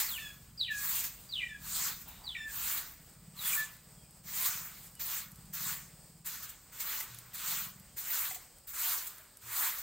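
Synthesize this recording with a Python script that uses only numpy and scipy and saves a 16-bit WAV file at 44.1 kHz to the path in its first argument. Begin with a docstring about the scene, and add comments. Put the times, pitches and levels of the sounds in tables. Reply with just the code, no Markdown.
"""A packed-earth yard, swept with a short twig broom: strokes swell and fade as thousands of tips scratch grit,
and twigs sometimes slap or catch. Grit ticks, pebbles knock, something thuds softly. A bird gives five calls,
each a falling whistle ending on a held note, and fainter birds answer; now and then a bangle rings thinly near
3 kHz. Far off a small engine putters under a hiss of air. The sound is nearly mono, with stereo width only in
two treble bands."""
import sys
import numpy as np
from scipy import signal
from scipy.fft import rfft, irfft
from scipy.io import wavfile

SR = 44100
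rng = np.random.default_rng(int(sys.argv[2]) if len(sys.argv) > 2 else 0)


def unload_audio(sound):
    """Save the sound as a 16-bit wav file, at the path given as the first command line argument."""
    columns = np.transpose(np.atleast_2d(sound))
    # keep every value between -1 and 1, then stretch to whole-number steps
    steps = np.round(np.clip(columns, -1, 1) * 32767)
    wavfile.write(sys.argv[1], SR, steps.astype(np.int16))


N = 433062
T = np.arange(N) / SR
HZ = np.maximum(np.arange(N // 2 + 1) * SR / N, 1)


def amp(db):
    """Decibels to gain."""
    return 10 ** (np.asarray(db) / 20)


def unit_rms(x):
    """Scale to unit rms."""
    return x / np.sqrt(np.mean(x ** 2) + 1e-20)


def curves(rows):
    """Each column after the first, interpolated linearly in time."""
    times_s, *columns = np.transpose(rows)
    return [np.interp(T, times_s, column) for column in columns]


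def response(spectrum):
    """Gain per FFT bin from (Hz, dB) points on a log-frequency axis."""
    hz, db = np.transpose(spectrum)
    return amp(np.interp(np.log(HZ), np.log(hz), db))


def colour(x, spectrum):
    """Filter by (Hz, dB) points."""
    return irfft(rfft(x) * response(spectrum), N)


def drift(rate_hz):
    """Low-passed noise of unit rms."""
    r = np.exp(-2 * np.pi * rate_hz / SR)
    return unit_rms(signal.lfilter([1], [1, -2 * r, r * r], rng.standard_normal(N + SR))[SR:])


def gate(start_s, end_s, fade_s):
    """Window with linear fades."""
    return np.clip(np.minimum(T - start_s, end_s - T) / fade_s, 0, 1)


def ring(rows, t60_s, attack_s):
    """One damped sine per (start s, level dB, pitch Hz) row."""
    out = np.zeros(N)
    for start_s, level_db, hz in rows:
        start = int(start_s * SR)
        t = T[:min(N - start, SR // 2)]
        envelope = amp(level_db - 60 * t / t60_s) * (1 - np.exp(-t / attack_s))
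        out[start:start + len(t)] += envelope * np.sin(2 * np.pi * hz * t)
    return out


# Each row: start in seconds, touchdown in seconds, landing level in dB, swell in seconds, peak in dB,
# drag in seconds, loss over the drag in dB, fade on lifting in dB per second, rolling grit in dB,
# low and middle bands in dB relative to the hiss.
STROKES = [(0.0, 0.00089, -25, 0.0086, -27, 0.051, 9, 90, -53.5, -0.5, -1.5),
           (0.699, 0.014, -54.5, 0.23, -33, 0.076, 1.5, 160, -52.5, 0, 1.5),
           (1.56, 0.086, -61.5, 0.23, -34.5, 0.093, -2.5, 232, -50.5, 2, 1.5),
           (2.45, 0.061, -54.5, 0.2, -35.5, 0.12, -0.5, 133, -57.5, 3.5, -1.5),
           (3.33, 0.036, -64.5, 0.15, -34, 0.064, -2.5, 127, -67, 3.5, -0.5),
           (4.23, 0.046, -51, 0.21, -33.5, 0.14, 7.5, 78, -65, 2.5, 0),
           (4.99, 0.0057, -50.5, 0.11, -36, 0.084, 1.5, 205, -57.5, 2.5, 0.5),
           (5.524, .012, -49, 0.17, -35.5, .02, 1.5, 137, -83, 3, 1),
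           (6.244, 0.027, -38.5, 0.11, -44, 0.19, 12, 198, -63, 4, 2.5),
           (6.716, 0.011, -55.5, 0.23, -36.5, 0.05, 5, 118, -54, 6, 1.5),
           (7.329, 0.0071, -50.5, 0.19, -33, 0.13, 10, 191, -62, 2.5, 1),
           (7.96, 0.0058, -54.5, 0.2, -32.5, 0.1, 4, 131, -79, 2.5, -0.5),
           (8.729, 0.011, -44.5, 0.12, -31.5, 0.074, 0, 100, -55.5, 2.5, -1),
           (9.4, .02, -63, 0.19, -32.5, 0.062, -2, 117, -49, 4, -0.5)]
# Twigs slap down or catch. Each row: start in seconds, hiss level in dB, rise in seconds.
SLAPS = [(1.035, -33, 0.011), (1.22, -66, 0.018), (2.005, -49, .01), (2.075, -46, 0.013),
         (2.66, -34.5, 0.021), (2.772, -33.5, 0.0048), (4.445, -29.5, 0.016), (4.74, -53, 0.041),
         (4.82, -50, 0.025), (4.993, -36, 0.019), (5.5313, -38.5, 0.016), (6.2567, -42, 0.016),
         (6.42, -40.5, 0.017), (6.49, -45, .006), (6.35, -53, .01), (6.796, -34, 0.014),
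         (7.0, -36.5, 0.0052), (7.3404, -39, 0.011), (7.47, -35, 0.0072), (7.9666, -37.5, 0.018),
         (8.3, -43, 0.012), (8.344, -39.5, .006), (8.668, -43.5, 0.03), (9.066, -38.5, 0.0055),
         (9.78, -44.5, 0.014)]


def contact_power():
    """Strokes land, swell, drag and lift; grit rolls on. Returns power of the hiss, low and middle."""
    swell_exponent, grit_fade_db_per_s = 1.74, 29.5
    low_dulling, middle_dulling = 0.25, 0.12   # dB over the hiss per dB under the peak
    bend_db_per_s = 11.5   # the scrape deepens as the twigs bend
    slap_bands_db = [[0], [-2], [-1.5]]
    power = np.full((3, N), 1e-16)
    for (start_s, touch_s, land_db, swell_s, peak_db, drag_s,
         loss_db, lift_db_per_s, grit_db, low_db, middle_db) in STROKES:
        start = int(start_s * SR)
        t = T[start:start + SR] - start_s
        lifted_s = np.maximum(t - swell_s - drag_s, 0)
        level_db = peak_db - (peak_db - land_db) * np.maximum(1 - t / swell_s, 0) ** swell_exponent
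        level_db -= loss_db * np.clip((t - swell_s) / drag_s, 0, 1) + lift_db_per_s * lifted_s
        grit = (t > swell_s) * amp(grit_db - grit_fade_db_per_s * lifted_s) ** 2
        hiss = (np.clip(t / touch_s, 1e-3, 1) * amp(level_db)) ** 2 + grit
        under_db = peak_db - 10 * np.log10(hiss)
        low_tilt_db = low_db + low_dulling * under_db + bend_db_per_s * (t - lifted_s - swell_s)
        middle_tilt_db = middle_db + middle_dulling * under_db
        power[:, start:start + SR] += hiss * amp([0 * t, low_tilt_db, middle_tilt_db]) ** 2
    for start_s, level_db, rise_s in SLAPS:
        start = int(start_s * SR)
        rise = T[:min(N - start, SR // 4)] / rise_s
        burst = amp(level_db) * rise * np.exp(1 - rise)
        power[:, start:start + len(burst)] += (burst * amp(slap_bands_db)) ** 2
    return power


# Colour of the sweeping as heard, with bright peaks near 7 and 15 kHz.
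# Each row: frequency in Hz, gain in dB.
SWEEP_SPECTRUM = [(150, -59), (250, 7), (595, -16), (1250, -8.5), (1710, -9.5), (1900, -9), (2840, -11.5),
                  (4080, -9), (5390, -12.5), (7360, -3.5), (10800, -11.5), (12000, -9), (14700, 4),
                  (15800, -2.5)]


def broom(tips_per_s, spread_db, flicker_db, twig_db):
    """Dense, random tip contacts hiss; half-octave bands follow the stroke. Returns mid and side."""
    hiss, low, middle = contact_power()
    low_db, middle_db = 10 * np.log10([low / hiss, middle / hiss])
    sizes = amp(spread_db * np.minimum(rng.exponential(1, (2, N)), 4)) * rng.choice([-1, 1], (2, N))
    contacts = rng.random((2, N)) < tips_per_s / SR
    tips = unit_rms(sizes * contacts)
    tips[0] += amp(twig_db) * twigs(plucks_per_s=900, t60_cycles=140)
    spectrum = rfft(tips) * response(SWEEP_SPECTRUM)
    spectrum /= np.sqrt(1 + (850 / HZ) ** 6)   # thin twigs radiate little bass
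    spectrum /= np.sqrt(2 * np.sum(np.abs(spectrum[0, HZ > 10000]) ** 2)) / N   # unit rms above 10 kHz
    out, log_anchors = 0, np.log([1500, 7000, 11000])   # low, middle, hiss
    for hz in 250 * 2 ** np.arange(0, 6.5, 0.5):
        band = np.maximum(1 - 2 * np.abs(np.log2(np.minimum(HZ, 16000) / hz)), 0)
        tilt_db = np.interp(np.log(hz), log_anchors, [1, 0, 0]) * low_db
        tilt_db += np.interp(np.log(hz), log_anchors, [0, 1, 0]) * middle_db
        flicker = drift(11.8) + 0.57 * drift(6.6)
        out += irfft(spectrum * band, N) * amp(tilt_db + flicker_db * flicker)
    return out * np.sqrt(hiss)


def twigs(plucks_per_s, t60_cycles, count=36):
    """Twigs are plucked at random; each rings briefly at its own pitch."""
    plucks = (rng.random(N) < plucks_per_s / SR) * rng.standard_normal(N) + 1e-18
    out, plucked_twig = 0, rng.integers(0, count, N)
    for twig, hz in enumerate(np.geomspace(900, 12000, count)):
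        r, w = amp(-60 * hz / (t60_cycles * SR)), 2 * np.pi * hz / SR
        drive = plucks * (plucked_twig == twig)
        out += signal.lfilter([np.sin(w)], [1, -2 * r * np.cos(w), r * r], drive) * hz / 4000
    return unit_rms(out)


# Each row: start in seconds, click level before filtering in dB.
GRIT_TICKS = [(3.0644, -51), (3.0958, -47), (3.137, -50), (3.7208, -46), (3.7668, -45), (3.9428, -51),
              (4.108, -45), (4.1713, -51), (4.7485, -44), (4.8708, -41), (4.9522, -40), (5.3177, -40),
              (5.3581, -42), (5.4549, -50), (6.1798, -53), (7.146, -34), (7.187, -32), (7.7981, -41),
              (8.5843, -45), (9.1825, -35), (9.371, -39)]


def grit_ticks(t60_s, rattle, centre_hz, width_hz):
    """Grit ticks off the ground: a bright click, then a short rattle."""
    clicks, t = np.zeros(N), T[:SR // 20]
    for start_s, level_db in GRIT_TICKS:
        click = (t == 0) + rattle * rng.standard_normal(len(t))
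        clicks[int(start_s * SR):][:len(t)] += amp(level_db - 60 * t / t60_s) * click
    r, w = np.exp(-np.pi * width_hz / SR), 2 * np.pi * centre_hz / SR
    return signal.lfilter([1, 0, -1], [1, -2 * r * np.cos(w), r * r], clicks) / 2


# Each row: start in seconds, low mode level in dB, its pitch in Hz, upper mode level in dB.
PEBBLE_KNOCKS = [(1.899, -51, 810, -55), (5.68, -58, 420, -53), (7.007, -48, 896, -34.5),
                 (8.31, -42.5, 753, -36), (8.362, -46, 738, -50), (8.453, -60, 740, -71),
                 (9.197, -56, 646, -68)]


def pebbles(upper_hz):
    """A knocked pebble rings in a low mode of its own and a shared upper mode."""
    low = [row[:3] for row in PEBBLE_KNOCKS]
    upper = [(start_s, upper_db, upper_hz) for start_s, _, _, upper_db in PEBBLE_KNOCKS]
    return ring(low, t60_s=0.073, attack_s=0.0011) + ring(upper, t60_s=0.034, attack_s=0.00071)


# Each row: start in seconds, level in dB, pitch in Hz.
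THUDS = [(5.688, -53.5, 110.7), (6.343, -60, 124.6), (7.089, -49.5, 119), (8.279, -63, 135.6),
         (9.429, -53.5, 117)]


def thuds():
    """Low tones start softly and ring out."""
    return ring(THUDS, t60_s=0.69, attack_s=0.015)


# Each row: start in seconds, length in seconds, first and settled pitch in Hz, delay to the break in
# seconds, drop there in Hz, sag after it in Hz per second, fundamental, octave and 3/2 partial in dB.
HELD_NOTES = [(0.178, 0.14, 1797, 1778, .035, 29, 903, -48, -48.5, -52),
              (0.678, 0.15, 2040, 1663, 0.17, 5, 100, -40, -55, -50.5),
              (1.403, 0.17, 2160, 1884, 0.082, 80, 1920, -41.5, -54.5, -55),
              (2.347, 0.17, 2014, 1763, 0.1285, 53, 2200, -42.5, -54, -57),
              (3.524, 0.12, 1960, 1940, 0.039, 180, 350, -40, -57, -58)]
# Each row: harmonic number, level in dB relative to the octave.
UPPER_PARTIALS = [(3, -13.5), (4, -11), (6, -20)]


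def bird_held_notes(throb, settle_s=0.022, overtone_rise_s=0.027, fade_db_per_s=50):
    """A call's last note settles, throbs and may break downward; period doubling adds a 3/2 partial."""
    break_half_width_s, break_depth = 0.0025, 0.95
    low_throb, high_throb, doubling_throb = 1 + throb * drift(32), 1 + throb * drift(17), drift(87)
    out = np.zeros(N)
    for (start_s, length_s, first_hz, settled_hz, break_s,
         drop_hz, sag_hz_per_s, level_db, octave_db, doubling_db) in HELD_NOTES:
        t = np.clip(T - start_s, 0, length_s)
        hz = settled_hz + (first_hz - settled_hz) * np.exp(-t / settle_s)
        hz -= (t > break_s) * (drop_hz + sag_hz_per_s * (t - break_s))
        phase = 2 * np.pi * np.cumsum(hz) / SR
        overtones = np.sin(2 * phase) + sum(amp(db) * np.sin(k * phase) for k, db in UPPER_PARTIALS)
        note = low_throb * amp(level_db) * np.sin(phase)
        note += high_throb * amp(octave_db) * overtones * np.minimum(t / overtone_rise_s, 1) ** 2
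        note += doubling_throb * amp(doubling_db) * np.sin(1.5 * phase)
        dip = 1 - break_depth * np.exp(-((t - break_s) / break_half_width_s) ** 2)
        out += gate(start_s, start_s + length_s, fade_s=0.009) * amp(-fade_db_per_s * t) * dip * note
    return np.sqrt(2) * out


# One list per call. Each row: time in seconds, pitch in Hz, level in dB.
CALL_GLIDES = [
    [(0.06, 4750, -50), (0.084, 4680, -46), (0.106, 3850, -44.5), (0.174, 2710, -44.5), (0.19, 2120, -39)],
    [(0.575, 5100, -52), (0.597, 4760, -43), (0.613, 4050, -32), (0.63, 3750, -33), (0.655, 3050, -41.5),
     (0.668, 2900, -40), (0.674, 2400, -46), (0.695, 2300, -45)],
    [(1.29, 4900, -51), (1.315, 4600, -49), (1.336, 3750, -39), (1.352, 3480, -37.5), (1.37, 2980, -37.5),
     (1.392, 2850, -38), (1.404, 2460, -42), (1.45, 2330, -32)],
    [(2.236, 4850, -55), (2.262, 4620, -49), (2.278, 3900, -39), (2.305, 3450, -41.5), (2.345, 2880, -54),
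     (2.353, 2380, -38), (2.372, 2300, -39.5)],
    [(3.365, 4400, -66), (3.397, 3820, -39), (3.415, 3620, -51), (3.46, 3400, -44), (3.49, 3350, -59),
     (3.515, 2460, -44), (3.54, 2340, -34.5)],
]


def bird_glides(rasp):
    """Each call opens with a raspy, unsteady whistle that falls in steps."""
    return whistle(CALL_GLIDES, wobble=0.012, flutter=0.8 + rasp * drift(160), step_reach=0.035)


# Pitches in Hz at which a glide lingers.
STEPS_HZ = [2380, 3010, 3440, 3926]


def stepped(hz, reach):
    """Within a fraction `reach` of each step the pitch moves four times slower."""
    steps_hz = np.array([0, *STEPS_HZ, SR])
    edges_hz = np.outer(steps_hz, [1 - reach, 1 + reach])
    flats_hz = np.outer(steps_hz, [1 - reach / 4, 1 + reach / 4])
    return np.interp(hz, edges_hz.ravel(), flats_hz.ravel())


def whistle(glides, wobble, flutter, step_reach=0, octave_db=-36, twelfth_db=-31):
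    """A near-pure tone follows each glide; it breaks up where the flutter gain crosses zero."""
    out, detune = np.zeros(N), 1 + wobble * drift(123)
    for rows in glides:
        hz, level_db = curves(rows)
        phase = 2 * np.pi * np.cumsum(stepped(hz, step_reach) * detune) / SR
        tone = np.sin(phase) + amp(octave_db) * np.sin(2 * phase) + amp(twelfth_db) * np.sin(3 * phase)
        out += gate(rows[0][0], rows[-1][0], fade_s=0.0028) * amp(level_db) * tone
    return np.sqrt(2) * flutter * out


def peeps(rows, rise_share=0.22, edge_db=-7):
    """Straight glides that swell and fade, as rows for whistle()."""
    return [[(start_s, first_hz, db + edge_db),
             (start_s + rise_share * length_s, first_hz + rise_share * (last_hz - first_hz), db),
             (start_s + length_s, last_hz, db + edge_db)]
            for start_s, length_s, first_hz, last_hz, db in rows]


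# Each row, in both: start in seconds, length in seconds, first and last pitch in Hz, level in dB. # The second
# holds a faint chirp near 4 s and the thin, steady rings of a bangle.
FAR_CLUCKS = [(2.06, .18, 3750, 3700, -63), (2.055, 0.1, 890, 930, -59), (2.195, .12, 920, 988, -59)]
THIN_TONES = [(3.96, 0.13, 3360, 3100, -73), (4.032, .04, 2500, 2400, -67.5),
              (4.955, 0.083, 2950, 2890, -65), (7.86, 0.23, 3130, 3240, -77),
              (8.51, 0.1, 3160, 3150, -78)]


def faint_tones():
    """Hoarse clucks, broken up by fast flutter, and thin, steadier tones: a faint chirp and a ringing bangle."""
    clucks = whistle(peeps(FAR_CLUCKS), wobble=0.03, flutter=drift(190))
    return clucks + whistle(peeps(THIN_TONES), wobble=0.0019, flutter=1 + 0.29 * drift(30))


# Each row: time in seconds, firings per second.
FIRING_RATE = [(0, 24.4), (.85, 24.9), (1.0, 18.6), (2.1, 20.3), (3.2, 17.7), (3.8, 19.2), (4.9, 15.0),
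               (5.2, 15.3), (5.55, 18.4), (7.25, 18.6), (7.5, 21.6), (9.82, 21.8)]
# The engine moves behind walls and away. Each row, in both: time in seconds, level in dB.
EXHAUST_LEVEL = [(0.0, -61.5), (0.87, -61), (1.09, -64.5), (1.78, -62.5), (2.4, -67), (3.8, -60),
                 (4.21, -63.5), (4.4, -62.5), (5.33, -60), (5.72, -55.5), (5.87, -64), (7.25, -68.5),
                 (7.52, -61), (7.9, -65), (8.15, -92)]
RUMBLE_LEVEL = [(0.0, -60), (2.4, -58.5), (3.8, -63.5), (5.7, -61), (6.0, -64.5), (8.1, -64.5), (9.82, -69)]
# Each row, in both: frequency in Hz, gain in dB.
EXHAUST_SPECTRUM = [(15, -30), (40, -26), (60, -25), (100, 1.5), (160, 10), (200, 3.5), (260, -20),
                    (400, -24), (800, -70)]
RUMBLE_SPECTRUM = [(12, -37), (25, -13), (52, -2), (90, -9), (180, -11), (300, -20), (500, -50)]


def engine(uneven_db):
    """One uneven puff per firing, coloured by pipe and distance, over a deeper rumble."""
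    (firing_hz,) = curves(FIRING_RATE)
    (exhaust_db,), (rumble_db,) = curves(EXHAUST_LEVEL), curves(RUMBLE_LEVEL)
    firings = np.diff(np.floor(np.cumsum(firing_hz) / SR), prepend=0)
    puffs = firings * amp(uneven_db * rng.standard_normal(N))
    blend_rad = 2.2 * T + 0.6 * drift(0.5)   # the echoes change as the engine moves
    blurred = np.cos(blend_rad) * yard(puffs, t60_s=0.25, wet_db=0)
    blurred += np.sin(blend_rad) * yard(puffs, t60_s=0.3, wet_db=3)
    exhaust = unit_rms(colour(blurred, EXHAUST_SPECTRUM))
    rumble = unit_rms(colour(rng.standard_normal(N), RUMBLE_SPECTRUM))
    return amp(exhaust_db) * exhaust + amp(rumble_db) * rumble


# Each row: frequency in Hz, gain in dB.
AIR_SPECTRUM = [(150, -36), (250, -8), (386, -0.5), (649, -0.5), (1250, -6), (1870, -8), (3940, -11.5),
                (4940, -3.5), (6090, -12.5), (8320, 4.5), (9720, -12), (10800, -13), (12600, -9),
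                (15000, -6), (15800, -1)]


def air(level_db, waver_db):
    """A faint, wavering hiss. Returns mid and side."""
    gain = amp(level_db + waver_db * drift(6.1))
    return gain * unit_rms(colour(rng.standard_normal((2, N)), AIR_SPECTRUM))


def yard(x, t60_s, wet_db):
    """Walls and porch add a diffuse tail."""
    t = T[:SR // 2]
    tail = rng.standard_normal(len(t)) * amp(-60 * t / t60_s) * (t > 0.004)
    return x + amp(wet_db) * signal.fftconvolve(x, tail / np.linalg.norm(tail))[:N]


# Stereo width in two treble bands. Each row: frequency in Hz, side gain in dB.
SIDE_SPECTRUM = [(300, -68), (3900, -63), (4300, -3.5), (6800, -8), (7400, -48), (8600, -31), (9500, -0.5),
                 (12500, -6), (13500, -41)]


def scene():
    """Left and right from mid and side; only broom and air reach the side."""
    sweep, sweep_side = broom(tips_per_s=12000, spread_db=-0.5, flicker_db=2, twig_db=-12.5)
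    ground = grit_ticks(t60_s=0.022, rattle=0.4, centre_hz=11000, width_hz=5000)
    ground += pebbles(upper_hz=2030) + thuds()
    birds = bird_held_notes(throb=0.55) + bird_glides(rasp=0.45) + faint_tones()
    air_mid, air_side = air(level_db=-58.5, waver_db=1.6)
    mid = yard(sweep + ground, t60_s=0.14, wet_db=-12) + yard(birds, t60_s=0.35, wet_db=-6.5)
    mid += air_mid + engine(uneven_db=2)
    side = colour(sweep_side + air_side, SIDE_SPECTRUM)
    return np.array([mid + side, mid - side])


def record(dry, cutoff_hz=15780):
    """A steep low-pass cuts the top."""
    return signal.sosfilt(signal.ellip(12, 0.5, 80, cutoff_hz, fs=SR, output="sos"), dry)


dry = scene()
out = record(dry)
unload_audio(out)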